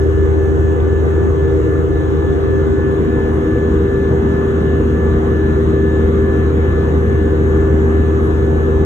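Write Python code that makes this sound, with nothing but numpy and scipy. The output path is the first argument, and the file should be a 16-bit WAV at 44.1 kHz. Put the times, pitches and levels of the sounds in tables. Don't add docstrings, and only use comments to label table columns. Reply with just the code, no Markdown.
import sys
import numpy as np
from scipy import signal
from scipy.fft import rfft, irfft, next_fast_len
from scipy.io import wavfile
from scipy.ndimage import uniform_filter1d, minimum_filter1d, map_coordinates

SR = 44100
rng = np.random.default_rng(int(sys.argv[2]) if len(sys.argv) > 2 else 0)


def file_out(sig):
    cols = np.atleast_2d(sig).T
    lim = np.clip(cols, -1, 1)
    pcm = np.round(lim * 32767).astype(np.int16)
    wavfile.write(sys.argv[1], SR, pcm)


N = 390285
TIME_S = np.arange(N) / SR


# harmonic, near_level_db, far_level_db, lull_s, left_lead_rad, left_louder_db
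DRONE_TONES = [(1, -17.3, -28.1, 3.3, -.35, .4), (3, -36.5, -27.5, 6.75, .1, .5),
               (4, -27.6, -33.7, 4.55, .1, 3), (5, -19.4, -35.5, 3.35, -.6, .5)]

def drone(near, far, waver_db):
    out = np.zeros((2, N))
    for harmonic, near_db, far_db, lull_s, lead, left_louder_db in DRONE_TONES:
        k = round(harmonic)
        slip = np.interp(lull_s, TIME_S, far - near)
        phase = rng.uniform(0, 2 * np.pi)
        near_tone = tone(k * near + phase, lead)
        far_tone = amp(far_db - near_db) * tone(k * (far - slip) + phase, lead)
        waver = waver_db * np.sqrt(k) * wobble(5.8)
        balance = amp([[left_louder_db / 2], [-left_louder_db / 2]])
        out += (near_tone - far_tone) * balance * amp(near_db + waver)
    return out


# time_s, faster_hz
FAR_FAN_EXTRA_SPEED = [(0, .2), (.8, .18), (2.5, .163), (3.1, .122), (4, .11), (4.7, .147), (5.45, .1),
                       (5.9, .096), (6.45, .12), (7.1, .108), (7.5, .127), (8, .118), (8.85, .131)]

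def fan_angles(spin_hz, slowing_hz_per_s):
    near_hz = spin_hz - slowing_hz_per_s * TIME_S
    far_hz = near_hz + curves(FAR_FAN_EXTRA_SPEED)[0]
    return 2 * np.pi * np.cumsum([near_hz, far_hz], axis=1) / SR


# time_s, left_db, right_db, left_lead_rad
NEAR_BLADE_TONE = [(.2, -46, -40.5, -1.45), (.8, -48, -40, -1.45), (1.25, -44.5, -44, .1),
                   (1.75, -40.5, -43, .8), (3, -37, -39, 1.2), (5.7, -35.5, -37.5, 1.55),
                   (6.3, -35.5, -40.5, 1.5), (7.25, -34.7, -52, 2.3), (7.75, -36, -52, 4.2),
                   (8.5, -36.5, -48.5, 4.3)]
FAR_BLADE_TONE = [(.2, -39.5, -42.5, 1.4), (1.2, -40, -42.5, 1.4), (1.8, -44.5, -44.5, .7),
                  (3.1, -43.5, -42.7, .7), (4.6, -44.3, -43, .8), (6.2, -41.3, -40.2, .8),
                  (7.2, -42.2, -38, 1.85), (8.8, -43.5, -39, 2.8)]

def blade_whine(near, far, blades, lull_s, waver_db):
    slip = np.interp(lull_s, TIME_S, far - near)
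    near_angle = blades * near
    far_angle = blades * (far - slip) + np.pi
    phase = rng.uniform(0, 2 * np.pi)
    out = np.zeros((2, N))
    for angle, heard in (near_angle, NEAR_BLADE_TONE), (far_angle, FAR_BLADE_TONE):
        left_db, right_db, lead = curves(heard)
        level_db = np.array([left_db, right_db]) + waver_db * wobble(8.2)
        out += tone(angle + phase, lead) * amp(level_db)
    return out


# harmonic, near_level_db, left_lead_rad
BUZZ_TONES = [(2, -33.5, -.9), (6, -36.3, -.3), (7, -42.5, 2.8), (8, -47.3, 1.2), (9, -50.5, -.6),
              (10, -50.5, 2.8), (12, -56, 2.7), (13, -46.3, -2.9), (15, -49.3, .5), (17, -55.5, 2.9),
              (18, -49.8, -1.3), (19, -49.3, -.7), (20, -55.3, 1.2), (21, -53.3, 1), (23, -57.8, 2.2),
              (24, -54.5, 2.5), (26, -57.2, 1.6), (27, -56.7, 2.3), (33, -64.3, 2), (34, -61.3, 1.8),
              (36, -66.5, .2), (38, -65.7, 1.1), (41, -65.6, 1.8), (44, -67.5, 1.2)]

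def fan_buzz(near, far, far_gain_db, waver_db, blur_rad):
    out = np.zeros((2, N))
    for harmonic, level_db, lead in BUZZ_TONES:
        k = round(harmonic)
        near_phase, far_phase = rng.uniform(0, 2 * np.pi, size=2)
        near_tone = tone(k * near + near_phase + blur_rad * wobble(14), lead)
        far_tone = tone(k * far + far_phase + blur_rad * wobble(13), lead)
        out += amp(level_db + waver_db * wobble(4.7)) * (near_tone + amp(far_gain_db) * far_tone)
    return out


# pitch_hz, relative_level_db
RUMBLE_SPECTRUM = [(15, -30.5), (30, -19), (42, -8.5), (57, 2.5), (76, -3), (100, 0), (150, -1.2),
                   (210, -3), (270, -4), (335, -3), (420, -7), (480, -4), (530, -11.5), (575, -31.5),
                   (900, -64.5)]

def hull_rumble(level_db):
    return amp(level_db) * air_noise(RUMBLE_SPECTRUM, patchy_db=.3)


# pitch_hz, relative_level_db
RUSH_SPECTRUM = [(300, -20.5), (560, 3.5), (680, 1.5), (820, 2.5), (920, 0), (1040, 1.5), (1250, -0.5),
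                 (1380, -4.5), (1650, -7), (1830, -9.5), (2000, -11), (2400, -18), (3100, -20.5),
                 (4000, -22), (6000, -54)]

def air_rush(turned, start_db, rise_db_per_s, shaded_above_hz, turned_gain_db):
    rush = air_noise(RUSH_SPECTRUM, patchy_db=1.8)
    treble = filtered(rush, lambda hz: 1 - flat_top(hz / shaded_above_hz))
    extra_treble = treble * (amp(turned_gain_db * turned) - 1)
    return amp(start_db + rise_db_per_s * TIME_S) * (rush + extra_treble)


# pitch_hz, relative_level_db
VENT_SPECTRUM = [(2000, -17.5), (4300, -8.5), (5200, 2), (6700, 6), (7800, 0), (8900, -3.5), (11000, -6.5),
                 (12500, -12.5), (15500, -16.5)]

def vent_hiss(turned, level_db, turned_gain_db, flicker_db):
    gain = amp(level_db + turned_gain_db * turned + flicker_db * wobble(16))
    return gain * air_noise(VENT_SPECTRUM, patchy_db=2.0)


# peak_s, level_db, pitch_hz, half_length_s
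RUSTLE_PUFFS = [(.727, -51, 4800, .002), (.8045, -37.5, 3000, .002), (3.34, -57, 8430, 0.029),
                (4.612, -51, 4600, .003), (6.81, -57, 4600, .04), (8.253, -57, 9530, 0.044)]

def rustles(width_octaves):
    out = np.zeros(N)
    for peak_s, level_db, pitch_hz, half_length_s in RUSTLE_PUFFS:
        noise = rng.standard_normal(N)
        band = filtered(noise, lambda hz: bell(np.log2((hz + 1) / pitch_hz) / width_octaves))
        out += amp(level_db) * unit(band) * bell((TIME_S - peak_s) / half_length_s)
    return at_microphones(out)


def standing_wave(sound, turned_back, centre_hz, narrow_hz, wide_hz):
    narrow = filtered(sound, lambda hz: flat_top((hz - centre_hz) / narrow_hz))
    wide = filtered(sound, lambda hz: flat_top((hz - centre_hz) / wide_hz))
    wide_share = .55 * (1 - ease(start_s=.35, length_s=.7))
    band = narrow + wide_share * (wide - narrow)
    in_spot = 1 - ease(start_s=2.3, length_s=1.58)
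    in_spot_rad, clear_rad = 2.85, -.37
    shift = np.outer([-.5, .5], clear_rad + (in_spot_rad - clear_rad) * in_spot)
    quarter_cycle_late = filtered(band, lambda hz: -1j)
    shifted = band * np.cos(shift) - quarter_cycle_late * np.sin(shift)
    band_db = -1 * in_spot - 2.2 * turned_back
    return sound - band + amp(band_db) * shifted


# pitch_hz, likeness (0 to 1)
MIC_LIKENESS = [(30, 0.79), (55, 0.99), (100, 1), (180, 0.89), (300, 0.89), (510, .8), (570, 0.075),
                (680, 0.22), (800, 0.43), (900, 0.33), (1000, 0.79), (1150, 0.12), (1500, 0.037),
                (1950, 0.63), (2900, 0.13), (4500, 1), (9000, 1), (14000, 0.92)]

def air_noise(spectrum, patchy_db):
    def shape(hz):
        split = np.arccos(np.clip(at_pitch(MIC_LIKENESS, hz), 0, 1)) / 2
        return amp(at_pitch(spectrum, hz)) * [np.cos(split), np.sin(split)]

    grid = signal.stft(rng.standard_normal((2, N)), nperseg=1024)[2]
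    patches = uniform_filter1d(rng.standard_normal(grid.shape[1:]), size=6, axis=0)
    patches = uniform_filter1d(patches, size=8, axis=1)
    noise = signal.istft(grid * amp(patchy_db * unit(patches)), nperseg=1024)[1][:, :N]
    shared, opposed = filtered(noise, shape)
    return unit(at_microphones(np.array([shared + opposed, shared - opposed])))


# pitch_hz, left_lead_rad
MIC_LEAD = [(60, -.1), (100, -.35), (170, -.45), (300, -.15), (510, -.75), (650, -2.5), (780, -2.8),
            (1050, -2.3), (1700, -4.1), (2400, -3.4), (3300, -4.7), (4700, -3.1), (6900, 0), (8900, 3.1),
            (11000, 6.3), (15000, 12.6)]

def at_microphones(sound):
    return filtered(sound, lambda hz: np.exp(.5j * np.outer([1, -1], at_pitch(MIC_LEAD, hz))))


def tone(angle, lead):
    return np.sqrt(2) * np.sin(angle + np.outer([.5, -.5], lead))


def amp(db):
    return 10 ** (np.asarray(db) / 20)


def unit(x):
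    return x / np.sqrt(np.mean(np.abs(x) ** 2) + 1e-20)


def at_pitch(table, hz):
    pitches, values = np.transpose(table)
    return np.interp(np.log(hz + 1), np.log(pitches + 1), values)


def curves(table):
    times, *columns = np.transpose(table)
    return [np.interp(TIME_S, times, column) for column in columns]


def wobble(rate_hz):
    coarse = np.linspace(0, N, num=2000)
    values = rng.standard_normal(size=600)
    smooth = map_coordinates(values, [coarse * rate_hz / SR], mode="wrap")
    return np.interp(np.arange(N), coarse, smooth)


def ease(start_s, length_s):
    return (1 - np.cos(np.pi * np.clip((TIME_S - start_s) / length_s, 0, 1))) / 2


def bell(x):
    return np.exp(-x ** 2)


def flat_top(x):
    return 1 / (1 + x ** 8)


def filtered(sound, response):
    size = next_fast_len(N + SR // 2)
    hz = np.fft.rfftfreq(size, 1 / SR)
    return irfft(rfft(sound, size) * response(hz), size)[..., :N]


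def scene():
    near, far = fan_angles(spin_hz=78.57, slowing_hz_per_s=.009)
    turned_back = ease(start_s=6.4, length_s=2.2)
    turned = ease(start_s=.4, length_s=3.2) - turned_back
    engines = fan_buzz(near, far, far_gain_db=-8.5, waver_db=2.0, blur_rad=.33)
    engines += drone(near, far, waver_db=.1)
    engines += blade_whine(near, far, blades=22, lull_s=1.068, waver_db=.4)
    air = hull_rumble(level_db=-17)
    air += air_rush(turned, start_db=-31.5, rise_db_per_s=.21, shaded_above_hz=1400, turned_gain_db=2)
    air += vent_hiss(turned, level_db=-54, turned_gain_db=-.6, flicker_db=.21)
    cabin = standing_wave(engines + air, turned_back, centre_hz=222.0, narrow_hz=50.5, wide_hz=95)
    cabin += rustles(width_octaves=.43)
    return cabin * amp([[.2], [-.2]])


def record(dry):
    ceiling, top_hz = .91, 15800
    needed_gain = ceiling / np.maximum(np.abs(dry).max(axis=0), ceiling)
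    smooth_gain = uniform_filter1d(minimum_filter1d(needed_gain, size=1201), size=1201)
    return filtered(dry * smooth_gain, lambda hz: hz < top_hz)


dry = scene()
out = record(dry)
file_out(out)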